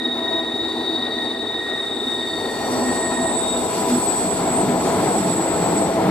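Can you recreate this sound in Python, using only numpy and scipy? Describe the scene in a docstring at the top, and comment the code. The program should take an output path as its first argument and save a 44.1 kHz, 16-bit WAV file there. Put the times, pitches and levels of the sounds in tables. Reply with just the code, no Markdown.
"""Diesel train on a tight curve

Across a wooded valley, slipping wheels sing in several self-excited modes, and brief chirps join them.
The trees scatter each sustained tone into a rough Doppler halo; near paths beat with it.
A diesel drones in harmonics of its firing rate. Coloured noises make the rumble, roar, boom and rolling,
and flange friction hisses through wheel resonances; the train grows louder as it comes nearer."""
import sys
import numpy as np
from scipy import signal
from scipy.fft import rfft, irfft
from scipy.io import wavfile
from scipy.ndimage import uniform_filter1d, map_coordinates

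SR = 44100
rng = np.random.default_rng(int(sys.argv[2]) if len(sys.argv) > 2 else 0)


def unload_audio(sound):
    """Save the sound as a 16-bit wav file, at the path given as the first command line argument."""
    columns = np.transpose(np.atleast_2d(sound))
    # keep every value between -1 and 1, then stretch to whole-number steps
    steps = np.round(np.clip(columns, -1, 1) * 32767)
    wavfile.write(sys.argv[1], SR, steps.astype(np.int16))


N = 269010
TIME = np.arange(N) / SR
FREQ = np.maximum(np.fft.rfftfreq(N, 1 / SR), 1)


def undb(db):
    """Logarithmic level law: decibels to amplitude gain."""
    return 10 ** (np.asarray(db) / 20)


def unit(x):
    """Power normalisation: scale to rms 1."""
    return x / np.sqrt(np.mean(np.abs(x) ** 2))


def curves(table):
    """Linear interpolation in time of each column, with corners rounded by a 50 ms moving average."""
    s, *columns = np.transpose(table)
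    return [uniform_filter1d(np.interp(TIME, s, column), size=SR // 20) for column in columns]


def across(table, hz=FREQ):
    """Linear interpolation of a table on a logarithmic frequency axis."""
    f, value = np.transpose(table)
    return np.interp(np.log(hz), np.log(f), value)


def scatter(gain):
    """Superposition of countless echoes, weighted by frequency shift: a complex envelope of rms 1."""
    random_phases = np.exp(2j * np.pi * rng.random(len(gain)))
    return unit(np.fft.ifft(gain * random_phases))


def fading(width_hz):
    """Beating of paths with nearly the same Doppler shift: a slow complex envelope."""
    beat_hz = np.fft.fftfreq(N // 64, 64 / SR)
    slow = scatter(np.exp(-.5 * (beat_hz / width_hz) ** 2))
    return np.interp(TIME, np.linspace(0, TIME[-1], len(slow)), slow)


def walk(rate):
    """Band-limited Gaussian fluctuation of rms 1, changing about rate times a second."""
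    return unit(fading(rate).real)


# likeness of left and right for a sound fully aside: pitch_hz, likeness (0-1)
LIKENESS = [(40, .92), (130, .98), (300, .96), (700, .91), (1300, .8), (2200, .58), (4500, .45),
            (7500, .34), (10000, .22), (15000, .25)]
# level difference for a sound fully aside: pitch_hz, left_minus_right_db
BALANCE = [(60, 0.5), (300, 0), (700, 2), (2400, 4.5), (4400, 3), (6000, 0), (8000, 0), (15000, -1)]
# phase difference for a sound fully aside: pitch_hz, left_lead_rad
LEAD = [(40, 0), (250, .1), (700, .65), (1400, .8), (2500, 1.0), (4600, 1.4), (7800, 2.75), (11000, 3.1),
        (14000, 4.2)]


def ports(common, apart, hz, aside=1):
    """Interaural level, phase and coherence: the further aside (0-1), the less alike left and right."""
    like = np.clip(1 - aside ** 2 * (1 - across(LIKENESS, hz)), 0, 1)
    level = undb(aside * across(BALANCE, hz) / 2)
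    turn = level * np.exp(1j * aside * across(LEAD, hz) / 2)
    mid = np.sqrt((1 + like) / 2) * common
    side = np.sqrt((1 - like) / 2) * apart
    return np.array([(mid + side) * turn, (mid - side) / turn])


def noise(colour_db):
    """Spectral shaping of white noise: partly coherent stereo noise of rms 1."""
    common, apart = rfft(rng.standard_normal((2, N))) * undb(colour_db)
    return unit(irfft(ports(common, apart, FREQ), N))


def slips(table, attack_s):
    """Stick-slip excitation: each slip builds up, holds and decays exponentially; powers add."""
    power = 0
    for start, end, db, release_db_per_s in table:
        attack = np.clip((TIME - start) / attack_s, 0, 1)
        decay_db = release_db_per_s * np.maximum(TIME - end, 0)
        power = power + (attack * undb(db - decay_db)) ** 2
    return np.sqrt(power)


ECHO_SPREAD_S = 0.34  # averaging time of the echoes


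def lingering(gain):
    """Multipath energy averaging: paths of many lengths even out a tone's swells."""
    return np.sqrt(np.abs(uniform_filter1d(gain ** 2, size=int(ECHO_SPREAD_S * SR))))


# echoes from the trees: frequency_ratio (share of the tone's), relative_level_db
HALO = [(.89, -40), (.925, -24), (.946, -12), (.975, -6), (.995, 0), (1.005, -2), (1.02, -13), (1.045, -20),
        (1.075, -30), (1.1, -42)]
# raised echo from the trees ahead of the train: time_s, level_db (relative to the other echoes)
AHEAD = [(0, -32), (.45, -16), (.85, -7), (1.6, -11.5), (2.3, -13), (3, -12), (4.7, -14), (5.2, -12),
         (5.7, -9), (6.1, -20)]
AHEAD_WIDTH = 0.013  # Gaussian width as a share of the pitch
FLUTTER_HZ = 30


def squeal(hz, gain, echo, aside, ahead, beat_db, beat_hz, waver_hz, flutter_db, twin=0):
    """Self-excited wheel mode: a direct tone, beating near paths and Doppler-scattered echoes."""
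    centre = np.mean(hz)
    shift = np.fft.fftfreq(N, 1 / SR) / centre
    share, echo_db = np.transpose(HALO)
    halo = undb(np.interp(1 + shift, share, echo_db, left=-np.inf, right=-np.inf))
    # trees that the train runs towards answer higher
    raised = np.exp(-.5 * ((shift - ahead) / AHEAD_WIDTH) ** 2)
    raised_gain = undb(curves(AHEAD)[0])
    echo = echo * undb(flutter_db * walk(FLUTTER_HZ))

    def paths():
        """Multipath superposition of the near paths and the tree echoes."""
        near = gain * undb(beat_db) * fading(beat_hz)
        return near + echo * (scatter(halo) + raised_gain * scatter(raised))

    common, apart = paths(), paths()
    phase = 2 * np.pi * np.cumsum(hz + waver_hz * walk(11.3)) / SR
    # even the direct tone twinkles between the sides as the wheel moves behind the branches
    envelope = ports(gain * (1 + twin) + common, gain * fading(14.0) + apart, centre, aside)
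    return np.sqrt(2) * (envelope * np.exp(1j * phase)).real


# soft singing and flares: start_s, end_s, level_db, release_db_per_s
LOW_SLIPS = [(-.1, 3.25, -43, 150), (-.1, 0.022, -34.5, 84), (.21, 0.32, -34, 63), (.45, 1.0, -43, 60),
             (1.01, 1.15, -36, 152), (1.13, 1.2, -35.5, 68), (1.43, 1.45, -39.5, 70),
             (1.54, 1.76, -32, 130), (1.78, 1.7, -35, 90), (2.06, 2.62, -37, 105), (2.79, 3.28, -35.5, 330)]
# centre of the wavering pitch: time_s, pitch_hz
LOW_PITCH = [(0, 1883), (1.7, 1880), (2.3, 1874), (3.3, 1867)]


def low_mode():
    """Low wheel resonance driven by stick-slip, with soft singing and brief flares."""
    gain = slips(LOW_SLIPS, attack_s=0.067) * undb(0.5 * walk(6.8))
    echo = lingering(gain) * undb(-5.0)
    return squeal(curves(LOW_PITCH)[0], gain, echo, aside=0.32, ahead=0.048, beat_db=-17,
                  beat_hz=24, waver_hz=2.5, flutter_db=2.5)


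MODE_ATTACK_S = 0.15  # build-up of the middle and upper modes
# holds and renewed catches, before the turn swell: start_s, end_s, level_db, release_db_per_s
MID_SLIPS = [(-.2, 1.31, -29, 90), (1.3, 2.26, -30, 26), (1.97, 2.105, -30, 72), (2.9, 3.2, -37.5, 70),
             (3.32, 3.47, -29.5, 87), (3.6, 6.1, -53, 60)]
# centre of the wavering pitch: time_s, pitch_hz
MID_PITCH = [(0, 3746), (.9, 3737), (1.7, 3724), (2.3, 3704), (2.7, 3695), (2.95, 3738), (3.55, 3730),
             (4.2, 3690)]
WHEEL_TURN_S, FIRST_SWELL_S, TURN_SWELL_DB = .29, .08, 2
TWIN_BELOW_HZ, TWIN_DRIFT_HZ, TWIN_DB = 27, 12, -13  # mean offset, rms drift, relative level


def middle_mode():
    """Amplitude modulation once per wheel turn, and beats with the axle's slightly lower twin wheel."""
    turn = np.cos(2 * np.pi * (TIME - FIRST_SWELL_S) / WHEEL_TURN_S)
    gain = slips(MID_SLIPS, MODE_ATTACK_S) * undb(TURN_SWELL_DB * turn)
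    below_hz = TWIN_BELOW_HZ + TWIN_DRIFT_HZ * walk(2.985)
    twin = undb(TWIN_DB) * np.exp(-2j * np.pi * np.cumsum(below_hz) / SR)
    echo = lingering(gain) * undb(-2.0)
    return squeal(curves(MID_PITCH)[0], gain, echo, aside=0.55, ahead=0.048, beat_db=-15,
                  beat_hz=40, waver_hz=2.64, flutter_db=0.55, twin=twin)


# soft ringing: start_s, end_s, level_db, release_db_per_s
UPPER_SLIPS = [(-.2, 3.55, -56, 40), (.05, 0.31, -52, 80), (.5, 1.3, -49, 60), (2.2, 2.87, -44, 45)]
# centre of the wavering pitch: time_s, pitch_hz
UPPER_PITCH = [(0, 4480), (1.3, 4473), (2.6, 4459), (3.5, 4442)]


def upper_mode():
    """Softer wheel resonance above the middle one, driven by stick-slip."""
    gain = slips(UPPER_SLIPS, MODE_ATTACK_S)
    return squeal(curves(UPPER_PITCH)[0], gain, lingering(gain), aside=0.6, ahead=.015, beat_db=-13,
                  beat_hz=25, waver_hz=2.9, flutter_db=1.2)


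# direct tone, building up as its wheel enters the curve: time_s, level_db
HIGH_LEVEL = [(0, -72), (1.55, -64), (1.85, -50.5), (2.35, -47), (2.75, -52), (2.84, -32), (2.98, -27),
              (3.1, -31), (3.24, -31.5), (3.35, -24.5), (3.6, -28.5), (3.75, -32.5), (3.95, -27.5),
              (4.08, -22), (4.24, -25.5), (4.49, -32), (4.58, -19.5), (4.69, -35), (4.82, -31.5),
              (4.98, -38), (5.1, -28), (5.29, -30), (5.53, -29.5), (5.61, -35), (5.82, -25), (5.92, -37),
              (6.1, -50)]
# slower swells of the echoes, before flutter: time_s, level_db
HIGH_ECHO = [(0, -59), (1.55, -53), (2.35, -43), (2.87, -32), (4.55, -32), (4.77, -40), (5.1, -31),
             (5.6, -31.5), (6.1, -42.5)]
# centre of the wavering pitch: time_s, pitch_hz
HIGH_PITCH = [(0, 7958), (1.7, 7922), (2.3, 7905), (2.9, 7880), (3.5, 7855), (4.2, 7832), (4.6, 7815),
              (4.88, 7792), (5.05, 7858), (5.5, 7830), (6.1, 7792)]


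def high_mode():
    """Shrill wheel resonance whose direct tone and echoes have separate envelopes."""
    gain, echo = undb(curves(HIGH_LEVEL)[0]), undb(curves(HIGH_ECHO)[0])
    return squeal(curves(HIGH_PITCH)[0], gain, echo, aside=0.97, ahead=0.028, beat_db=-14.5,
                  beat_hz=28, waver_hz=3.0, flutter_db=1.0)


# the train comes nearer: time_s, level_db (relative)
APPROACH = [(0, -13), (.32, -9), (.48, -13), (.75, -10), (1.5, -12.5), (2.33, -11), (2.8, -3), (3.07, -6.5),
            (3.28, -4.5), (3.5, -6.5), (3.65, -5.5), (3.85, -3.5), (4.2, -5), (4.42, -2), (4.62, -1.5),
            (4.85, -2), (5.07, 0.8), (5.25, -2.5), (5.45, -3), (5.6, -.7), (5.93, -2), (6.07, 1.5)]


def nearing(law):
    """Distance law: the level in dB follows the approach in proportion."""
    db, growth = law
    return db + growth * curves(APPROACH)[0]


# engine speed, before a slight waver: time_s, firing_rate_hz
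FIRING = [(0, 82.1), (2.5, 82.3), (4.4, 82.8), (6.1, 83)]
# exhaust tones: multiple_of_firing_rate, trim_db
ORDERS = [(3, -.5), (4, -0.5), (8, 0.5), (12, 1)]
# throbbing of the lowest tone as it comes across the valley, before trim: time_s, level_db
LOW_DRONE = [(0, -31), (.3, -37), (1.2, -35), (1.65, -44), (1.9, -40), (2.05, -30.5), (2.25, -41),
             (2.66, -36), (2.759, -24.5), (2.871, -22), (3.1, -37.5), (3.19, -24.5), (3.26, -36),
             (3.332, -21.5), (3.46, -39), (3.55, -23.5), (3.628, -36), (3.821, -35), (3.92, -20.5),
             (3.99, -25), (4.07, -54), (4.25, -36), (4.55, -29.5), (5.0, -28.5), (5.45, -42), (6.1, -35)]
# higher tones that come and go, before trim: time_s, low_level_db, middle_level_db, top_level_db
DRONE = [(0, -32.5, -41, -50), (0.299, -37, -29.5, -37), (.5, -32.5, -42.5, -44), (.8, -31, -42, -46.5),
         (1.75, -49, -43.5, -51), (2.05, -43, -48.5, -47), (2.55, -45.5, -38, -40.5),
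         (2.87, -35, -38.5, -35), (3.25, -39, -30.5, -40), (3.5, -55, -35.5, -38.5),
         (3.85, -29, -33.5, -31.5), (4.17, -41, -37.5, -36), (4.45, -47, -27.5, -35),
         (5.05, -30, -31, -38.5), (5.45, -31, -30.5, -60), (6.1, -30, -27, -60)]
# colour of the roar: pitch_hz, relative_level_db
ROAR = [(30, -32), (160, -34), (225, -3.5), (280, -3.5), (325, -0.5), (410, 1), (470, -4.5), (550, -23),
        (900, -69)]
# roar: level_db (at approach 0 dB), growth (dB per dB of approach)
ROAR_LAW = (-24.5, 0.61)


def diesel():
    """Harmonics of the firing rate, blurred by the valley, over noise modulated by each firing."""
    firing_hz = curves(FIRING)[0]
    wavering_hz = firing_hz * (1 + 0.002894 * walk(2.84))
    phase = 2 * np.pi * np.cumsum(wavering_hz) / SR
    throb = 1 + 0.043 * np.cos(phase)
    out = noise(across(ROAR)) * throb * undb(nearing(ROAR_LAW) + 0.26 * walk(5.2))
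    levels_db = curves(LOW_DRONE) + curves(DRONE)
    for (order, trim_db), drone_db in zip(ORDERS, levels_db):
        blur = ports(1 + 0.89 * fading(17), 1.45 * fading(3.6), order * np.mean(firing_hz))
        tone = blur * np.exp(1j * order * phase)
        out = out + unit(tone.real) * undb(trim_db + drone_db)
    return out


# colours of embankment, coach bodies, sleepers and rails: pitch_hz, relative_level_db
RUMBLE = [(12, -44), (30, -28), (45, -24), (60, -1.5), (80, -3), (105, 4), (135, -3), (180, 1.5),
          (300, -37)]
BOOM = [(90, -31), (135, -7.5), (165, -2), (190, 2), (220, -4.5), (260, -15), (310, 4), (360, -38),
        (600, -43)]
ROLLING = [(300, -21), (470, 1), (560, -1), (680, 2), (790, 3.5), (910, -1), (990, -3.5), (1100, -5.5),
           (1400, -50)]
RAIL = [(800, -12), (1150, 2), (1320, 5), (1520, -1.5), (1750, -2), (2150, -2.5), (2650, -9.5), (3200, -11),
        (4200, -10), (6000, -25.5), (12000, -50)]
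# layer levels: level_db (at approach 0 dB), growth (dB per dB of approach)
RUMBLE_LAW = (-36, 1.0)
ROLLING_LAW = (-22, 1.115)
RAIL_LAW = (-32, 0.76)
# surges of the coach bodies, before random fluctuation: time_s, level_db
BOOM_LEVEL = [(0, -49), (1.8, -58), (2.3, -51), (2.8, -38), (3.3, -37.5), (3.55, -37.5), (4.15, -31),
              (4.5, -28.5), (4.7, -25), (4.88, -29.5), (5.15, -25.5), (5.33, -26), (5.46, -33.5),
              (5.6, -23.5), (5.92, -28), (6.1, -20)]


def running_gear():
    """Roughness excitation: treads shake the embankment, coach bodies, sleepers and rails."""
    rumble = noise(across(RUMBLE)) * undb(nearing(RUMBLE_LAW) + 1.2 * walk(11.0))
    boom = noise(across(BOOM)) * undb(curves(BOOM_LEVEL)[0] + 1.0 * walk(10))
    rolling = noise(across(ROLLING)) * undb(nearing(ROLLING_LAW) + 1.35 * walk(16.4))
    rail = noise(across(RAIL)) * undb(nearing(RAIL_LAW) + 1.33 * walk(20))
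    return rumble + boom + rolling + rail


# how strongly the grinding flanges are heard, before layer offsets: time_s, level_db
GRINDING = [(0, -63), (.3, -59.5), (.48, -63), (.8, -59), (1.45, -62), (2.3, -56.5), (2.78, -49.5),
            (3.05, -53), (3.5, -51.5), (3.88, -46), (4.25, -48.5), (4.65, -50), (4.95, -48.5), (5.45, -50),
            (5.8, -49), (6.1, -56)]
# colours of the hiss and of the topmost hiss: pitch_hz, relative_level_db
HISS = [(2000, -14), (3500, 1.5), (5200, 3), (6450, -2), (7200, 5), (8400, 5.5), (9200, 0.5), (9600, 2.5),
        (10350, 2), (10700, -0.5), (11200, -2), (11700, 0), (12400, -15), (15400, -28)]
SIZZLE = [(9000, -23), (12000, -7), (12700, 7), (14000, -2), (14500, -9), (15400, -5)]
# wheel resonances before the Doppler glide: pitch_hz, width_hz, relative_level_db
WHEEL = [(1800, 70, 4), (2480, 55, 14), (2790, 32, 12.5), (3370, 120, 5), (3675, 90, 5), (4330, 110, 5),
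         (4430, 60, 5), (4770, 34, 5.5), (5260, 34, 2), (5745, 60, 6.5), (6195, 80, 1.5), (6760, 110, 4.5),
         (8770, 80, 4.5), (9510, 130, 1.5), (10860, 130, 0), (11680, 140, 1.5)]


def flanges():
    """Friction noise on the outer rail, with part of it filtered by Lorentzian wheel resonances."""
    grinding_db = curves(GRINDING)[0]
    hiss = noise(across(HISS)) * undb(grinding_db + 9.0 + 1.8 * walk(17))
    ring_power = sum(undb(db) ** 2 / (1 + (2 * (FREQ - hz) / width) ** 2) for hz, width, db in WHEEL)
    rung = noise(across(HISS) + 10 * np.log10(ring_power))
    # the Doppler shift pulls the resonances slowly down
    emitted = np.cumsum(1 - .004 * (TIME - 4))
    ringing = np.array([map_coordinates(side, [emitted], order=3, mode="mirror") for side in rung])
    ringing = ringing * undb(grinding_db + 11.5 + 1.4 * walk(6.4))
    # air absorption dulls the far train's treble, so the topmost hiss rises faster as it nears
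    sizzle = noise(across(SIZZLE)) * undb(1.74 * grinding_db + 38.5)
    return hiss + ringing + sizzle


# modes that catch for a moment: start_s, end_s, pitch_hz (midway), level_db (rms before the swell),
# echo_db (relative to the tone)
CHIRPS = [(2.56, 2.92, 5712, -41.5, -11), (2.45, 3.0, 4780, -50, -8), (2.1, 2.95, 4708, -51, -8),
          (2.4, 3.5, 4350, -49, 3), (2.55, 2.95, 11765, -50, -6), (1.85, 3.2, 15120, -56, 1),
          (.15, 1.15, 7480, -56, -3), (4.75, 5.1, 8758, -43, -8), (4.75, 4.97, 6850, -44, -8),
          (5.08, 5.42, 7350, -47, -8), (5.75, 6.15, 5820, -52, -6), (5.7, 6.15, 3690, -46, -3)]
CHIRP_BLUR = .009  # echo lowering and width, as a share of the pitch


def chirps():
    """Briefly excited modes: half-sine swells with a Doppler glide and a blurred echo just below."""
    out = np.zeros((2, N))
    for start, end, hz, db, echo_db in CHIRPS:
        on = (TIME > start) & (TIME < end)
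        t = TIME[on]
        swell = np.sin(np.pi * (t - start) / (end - start))
        pitch = hz * (1 - 0.0042 * (t - (start + end) / 2))  # the Doppler shift keeps sinking
        blur_hz = CHIRP_BLUR * hz
        echo = undb(echo_db) * fading(blur_hz)[on] * np.exp(-2j * np.pi * blur_hz * t)
        envelope = ports(1 + .3 * fading(15)[on] + echo, fading(15)[on], hz)
        tone = envelope * np.exp(2j * np.pi * np.cumsum(pitch) / SR)
        out[:, on] += unit(tone.real) * swell * undb(db)
    return out


def scene():
    """Linear superposition of wheel modes, diesel, running gear, flanges and chirps."""
    modes = low_mode() + middle_mode() + upper_mode() + high_mode()
    return modes + diesel() + running_gear() + flanges() + chirps()


TOP_HZ = 15200


def record(dry):
    """Band limitation: a steep elliptic low-pass removes the extreme treble."""
    return signal.sosfilt(signal.ellip(10, .1, 90, TOP_HZ, fs=SR, output="sos"), dry)


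dry = scene()
out = record(dry)
unload_audio(out)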